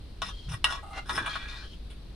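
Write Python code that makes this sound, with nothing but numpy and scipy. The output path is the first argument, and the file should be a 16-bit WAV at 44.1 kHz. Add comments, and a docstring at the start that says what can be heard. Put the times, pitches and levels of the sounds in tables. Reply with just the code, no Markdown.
"""Barn air and a wavering low hum run throughout. A heavy steel blade on the barn floor is knocked and scraped
over grit, both ringing its modes; a gritty rasp, noise through a jumping resonance, comes and goes.
Low groans are narrow noise under smooth arches. The blade is gradually lifted by hand, and an iron
hoof stand is dragged closer, grit ringing its modes. A short barn tail follows the metal sounds,
and a phone's two microphones colour it all."""
import sys
import numpy as np
from scipy import signal
from scipy.fft import rfft, irfft, next_fast_len
from scipy.io import wavfile
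from scipy.ndimage import uniform_filter1d

SR = 44100
rng = np.random.default_rng(int(sys.argv[2]) if len(sys.argv) > 2 else 0)


def dump(signal):
    """Clip the signal to [-1, 1] and save it as 16-bit WAV at the path in sys.argv[1]."""
    limited = np.clip(np.atleast_2d(signal).T, -1, 1)
    pcm = np.round(limited * 32767).astype(np.int16)
    wavfile.write(sys.argv[1], SR, pcm)


N = 94815


def amp(db):
    """Turn decibels into linear gain."""
    return 10 ** (np.asarray(db) / 20)


def evened(x):
    """Scale a signal to an RMS of 1."""
    return x / np.sqrt(np.mean(x ** 2) + 1e-20)


def read(points, hz):
    """Read a curve of (f/Hz, value) points along a logarithmic frequency axis."""
    f, value = np.transpose(points)
    return np.interp(np.log(hz + 1), np.log(f + 1), value)


def random_curve(points):
    """A random line through evenly spaced normal draws, spanning the scene."""
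    return np.interp(np.arange(N) / SR, np.linspace(0, N / SR, num=points), rng.standard_normal(size=points))


def levels(stroke):
    """Gains over time for every dB column of a stroke; silent outside it."""
    s, *columns = np.transpose(stroke)
    return amp([np.interp(np.arange(N) / SR, s, db, -np.inf, -np.inf) for db in columns])


def ring(x, hz, t60):
    """One decaying mode, a complex one-pole resonator; noise of power 1 comes out with power 1."""
    r = 1000 ** (-1 / (max(t60, .0003) * SR))
    pole = r * np.exp(2j * np.pi * hz / SR)
    return np.sqrt(2 * (1 - r * r)) * signal.lfilter([1], [1, -pole], x).imag


def ring_twice(x, hz, t60):
    """Two equal resonators in series: the mode swells before it decays, and its skirts are steeper."""
    return ring(ring(x, hz, t60), hz, t60)


def grit(per_s=5400):
    """Grains catching at random: sparse clicks of either sign and uneven size, at RMS 1."""
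    size, chance, sign = rng.exponential(1, N), rng.random(N), rng.standard_normal(N)
    spread_db = 3 * np.minimum(size, 5)
    return evened(amp(spread_db) * sign * (chance < per_s / SR))


def air():
    """Barn air as random spectra with drifting patches, its two sides less alike towards the treble."""
    # spectrum of the air: f/Hz, relative level per Hz/dB
    spectrum = [(20, -4), (50, 0.5), (110, -9), (300, -15), (800, -28.5), (2200, -33.5), (4200, -28),
                (6500, -48.5), (15000, -48.5)]
    # likeness of left and right: f/Hz, likeness (0-1)
    likeness = [(100, 0.92), (400, 0.56), (10000, 0.043)]
    AIR_DB = -45
    frames, hz = N // 256 + 5, np.fft.rfftfreq(1024, 1 / SR)
    a, b, c, d, patches = rng.standard_normal((frames, 513, 5)).T
    # smooth the patches over frequency, then over time
    patches = evened(uniform_filter1d(uniform_filter1d(patches, 8, 0), 12, 1))
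    same = np.clip(read(likeness, hz), -1, 1)[:, None]
    left, other = a + 1j * b, c + 1j * d
    right = same * left + np.sqrt(1 - same ** 2) * other
    frames_lr = np.array([left, right]) * amp(read(spectrum, hz)[:, None] + 0.5 * patches)
    sound = signal.istft(frames_lr, nperseg=1024, noverlap=768)[1][:, :N]
    return amp(AIR_DB) * evened(sound)


def hum():
    """A wavering low hum: noise through two narrow resonances in series at one pitch."""
    HUM_HZ, HUM_WIDTH_HZ, HUM_DB = 51.55, 20.8, -43.5
    narrow = ring(rng.standard_normal(N), HUM_HZ, 1.66 / HUM_WIDTH_HZ)
    return amp(HUM_DB) * evened(ring(narrow, HUM_HZ, 1.64 / HUM_WIDTH_HZ))


def knocks(hz, share, rattle, crunching):
    """Each knock is a tap and a burst of decaying rattle, driving modes near its two focus pitches hardest."""
    # knocks: t/s, level/dB, middle band against it/dB, top band against it/dB, extra on the crunch/dB,
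    # first focus f/Hz, second focus f/Hz, rattle T60/s
    hits = [(0.218, -21.5, -2, -22, -6, 1420, 3580, 0.039), (.642, -12.5, 1, -5, 8.5, 1630, 2800, 0.022),
            (1.093, -20.5, -2, -20, -4.5, 1133, 3610, 0.068),
            (1.177, -16.5, -21, -26, 4.5, 1676, 2385, 0.065),
            (1.26, -22.5, -7, -11.5, 0, 1140, 2385, 0.093),
            (1.354, -20.5, -14.5, -30, 12, 1240, 1580, 0.043), (1.901, -61, 6.5, 9, 7, 3380, 5200, 0.17)]
    FOCUS_DB, FOCUS_OCTAVES = 9, 0.1
    TAP_DB, RISE_S = 6, 0.001315  # tap against rattle; the rattle's onset
    u, struck = np.arange(4000) / SR, np.zeros(N)
    for s, db, mid_db, top_db, crunch_db, *focus_hz, t60_s in hits:
        start = round(s * SR)
        at = slice(start, start + 4000)
        octaves_off = np.log2(hz / np.array(focus_hz))
        focus_db = FOCUS_DB * np.exp(-(octaves_off / FOCUS_OCTAVES) ** 2).max()
        level = db + crunch_db * crunching + share @ [0, mid_db, top_db] + focus_db
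        decay = amp(level - 60 * u / max(t60_s, .002))
        struck[at] += rattle[at] * np.minimum(u / RISE_S, 1) * decay
        struck[start + round(RISE_S * SR)] += amp(level + TAP_DB)
    return struck


def blade():
    """Knocks ring the steel freely; scraping damps it, and the moving contact favours now one mode, now another."""
    # modes of the blade: f/Hz, level lying/dB, level held/dB
    blade_modes = [(1133, -12, -25.5), (1281, -8.5, -19), (1446, -13.5, -19.5), (1580, -15.5, -6),
                   (1665.4, -16, -12), (1911, -10.5, -19.5), (2385, -18.5, -10), (2767, -10.5, -72),
                   (2968, -16, -42), (3380, -15, -18), (3580, -12, -37), (3950, -18, -44),
                   (5200, -7.5, -43.5), (5800, -22, -44)]
    # broad crunch of the contact itself: f/Hz, level lying/dB, level held/dB
    crunch_modes = [(1110, -53, -24), (3340, -17, -23.5), (9600, -19.5, -36.5)]
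    # centres of the low, middle and top band: f/Hz
    bands_hz = [1300, 3800, 9500]
    # scraping strokes: t/s, low band level/dB, middle band level/dB, top band level/dB
    scrapes = [
        [(.225, -87, -38.5, -53), (.295, -41.5, -42, -44), (.32, -54, -68, -93)],
        [(.484, -47, -58, -70), (.491, -60, -39, -47.5), (.54, -30, -44.5, -39), (.578, -82, -62, -66)],
        [(.65, -33.5, -48.5, -52), (.72, -34, -37, -35), (.76, -36.5, -45, -94), (.82, -59.5, -56, -60)],
        [(1.055, -55, -50, -46.5), (1.12, -35, -45.5, -31.5), (1.165, -37.5, -30, -23), (1.25, -39, -39.5, -65),
         (1.28, -30.5, -37, -40), (1.34, -54, -31, -74), (1.5, -50, -39, -57), (1.67, -49, -49.5, -60)],
    ]
    # how far the blade is off the floor: t/s, held (0-1)
    lift = [(.64, 0), (1.1, 0.25), (1.18, 0.43), (1.4, 0.8)]
    BLADE_T60_S, CRUNCH_T60_S = 0.05, 0.0017  # struck, at 1500 Hz per resonator; shorter above, longer below
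    RUB_DAMPING = 0.89  # factor on T60 while scraped
    WANDER_DB, RADIATES_FROM_HZ = 5, 658
    t, rub, rattle, out = np.arange(N) / SR, grit(), rng.standard_normal(N), np.zeros(N)
    held = np.interp(t, *np.transpose(lift))
    bands = sum(levels(stroke) for stroke in scrapes)
    for modes, t60, passes in (blade_modes, BLADE_T60_S, 1), (crunch_modes, CRUNCH_T60_S, 2):
        for hz, lying_db, held_db in modes:
            share = np.array([np.interp(np.log(hz), np.log(bands_hz), row) for row in np.eye(3)])
            wander_db = WANDER_DB / passes * random_curve(50)
            rubbed = rub * (share @ bands) * amp(wander_db)
            struck = knocks(hz, share, rattle, passes - 1)
            rubbed *= amp(lying_db + (held_db - lying_db) * held)
            # a knock crunches alike, held or not
            struck *= amp(lying_db + (held_db - lying_db) * held * (passes == 1))
            mode_t60 = t60 * (1500 / hz) ** 0.52
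            for _ in range(passes):
                rubbed = ring(rubbed, hz, RUB_DAMPING * mode_t60)
                struck = ring(struck, hz, mode_t60)
            out += rubbed + struck
    return signal.sosfilt(signal.butter(3, RADIATES_FROM_HZ, "high", fs=SR, output="sos"), out)


def rasp():
    """Grit through a steady resonance and one that jumps as the contact shifts, with dense crackle above them."""
    # rasp strokes: t/s, pitch until the next row f/Hz, level/dB
    strokes = [
        [(.24, 3350, -69), (.3, 3210, -58.5), (.48, 3230, -57.5)],
        [(1.29, 3280, -46.5), (1.34, 3600, -47.5), (1.47, 3660, -66), (1.49, 3620, -46.5), (1.55, 3660, -55),
         (1.62, 3090, -52), (1.76, 3070, -63.5)],
    ]
    WIDTH_HZ, FLUTTER_DB = 120, 4
    UPPER_HZ, UPPER_DB = 4170, -6
    CRACKLE_PER_S, CRACKLE_HZ, CRACKLE_T60_S, CRACKLE_DB = 3000, 4610, .0012, -9  # T60 per resonator
    t, (s, hz, _) = np.arange(N) / SR, np.transpose(sum(strokes, []))
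    level = sum(levels(np.delete(stroke, 1, axis=1))[0] for stroke in strokes)
    pitch = hz[np.maximum(np.searchsorted(s, t) - 1, 0)]
    low = signal.butter(1, WIDTH_HZ / 2, fs=SR, output="sos")
    out = amp(CRACKLE_DB) * ring_twice(grit(CRACKLE_PER_S), CRACKLE_HZ, CRACKLE_T60_S)
    for centre, gain_db in (pitch, 0), (np.full(N, UPPER_HZ), UPPER_DB):
        # shift the centre down to 0 Hz, low-pass, and shift back: a resonance that can jump
        turn = np.exp(2j * np.pi * np.cumsum(centre) / SR)
        resonance = (turn * signal.sosfilt(low, grit() / turn)).real
        out += amp(gain_db + FLUTTER_DB * random_curve(80)) * evened(resonance)
    return out * level


def groans():
    """Low groans: noise narrowed by two resonances in series, swelling under a smooth arch."""
    # groans: start t/s, length t/s, centre f/Hz, width f/Hz, level at the arch's top/dB
    swells = [(0.454, 0.13, 125.7, 83, -33.5), (1.069, 0.21, 266, 402, -39.5)]
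    out, noise, t = np.zeros(N), rng.standard_normal(N), np.arange(N) / SR
    for s, length, hz, width_hz, db in swells:
        arch = np.sin(np.pi * np.clip((t - s) / length, 0, 1))
        out += amp(db) * arch * evened(ring_twice(noise, hz, 2.2 / width_hz))
    return out


def stand():
    """Grit under the iron rings its narrow modes; a hard push shifts their balance and adds a scratch; hiss on top."""
    # modes of the hoof stand: f/Hz, level pushed gently/dB, level pushed hard/dB
    stand_modes = [(787, 0.5, -25), (788, -15, -3.5), (1256, 2, -4.5), (1417, -13, -4.5), (2092, -15, -7),
                   (2787, -14.5, -6.5), (4100, -22, -18.5)]
    # the drag across the floor: t/s, level/dB
    drag = [(.815, -85), (0.831, -42.5), (0.851, -59), (.87, -53), (0.957, -45.5), (0.988, -36.5),
            (0.998, -50), (1.05, -71)]
    T60_S, HARD_FROM_S = 0.023, 0.93  # T60 per resonator
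    drive = grit() * levels(drag)[0]
    force = (np.arange(N) / SR >= HARD_FROM_S).astype(float)
    series_gain = np.sqrt(2 * np.log(1000) / (T60_S * SR))  # offsets the gain of the second resonator
    out = np.zeros(N)
    for hz, gentle_db, hard_db in stand_modes:
        pushed = drive * amp(gentle_db + (hard_db - gentle_db) * force)
        out += series_gain * ring_twice(pushed, hz, T60_S)
    scratch = amp(-4.5) * ring(ring(drive * force, 3300, 0.00081), 5600, 0.00037)
    hiss = amp(-18) * ring(drive, 8800, 0.00072)
    return out + scratch + hiss


def barn(x):
    """A short diffuse tail: decaying noise after a 3 ms gap, different at each microphone."""
    BARN_T60_S, BARN_DB = 0.1, -2.5
    t = np.arange(SR // 2) / SR
    tail = rng.standard_normal((2, len(t))) * amp(-60 * t / BARN_T60_S) * (t > .003)
    tail /= np.linalg.norm(tail[0])
    return amp(BARN_DB) * signal.fftconvolve(x[None], tail, axes=1)[:, :N]


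def scene():
    """Centre the metal sounds, add their barn tail, and lay groans, air and hum under them."""
    near = blade() + rasp() + stand()
    return near + barn(near) + groans() + air() + hum()


def record(dry):
    """Two microphone ports share one colour and differ in level and phase; then the treble is cut off."""
    # level difference of the ports: f/Hz, left minus right/dB
    port_difference = [(2500, 0.5), (4200, 3.5), (6400, 13.5), (9000, -14.5), (15000, 6)]
    # phase difference of the ports: f/Hz, left leads by/rad
    phase_lead = [(300, 0), (5000, -.5), (9000, 1.5)]
    # colour of both microphones: f/Hz, level/dB
    colour = [(6500, -1), (8500, 3), (11300, -0.5), (12300, -4), (15000, -7.5)]
    EDGE_HZ = 15500
    size = next_fast_len(N + 4096)
    hz = np.fft.rfftfreq(size, 1 / SR)
    # each port takes half of the difference, in opposite directions
    half = amp(read(port_difference, hz) / 2) * np.exp(.5j * read(phase_lead, hz))
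    response = amp(read(colour, hz)) * np.array([half, 1 / half])
    ports = irfft(rfft(dry, size) * response, size)[:, :N]
    low_pass = signal.firwin(1023, EDGE_HZ, window=("kaiser", 9), fs=SR)
    return signal.oaconvolve(ports, low_pass[None], "same")


dry = scene()
out = record(dry)
dump(out)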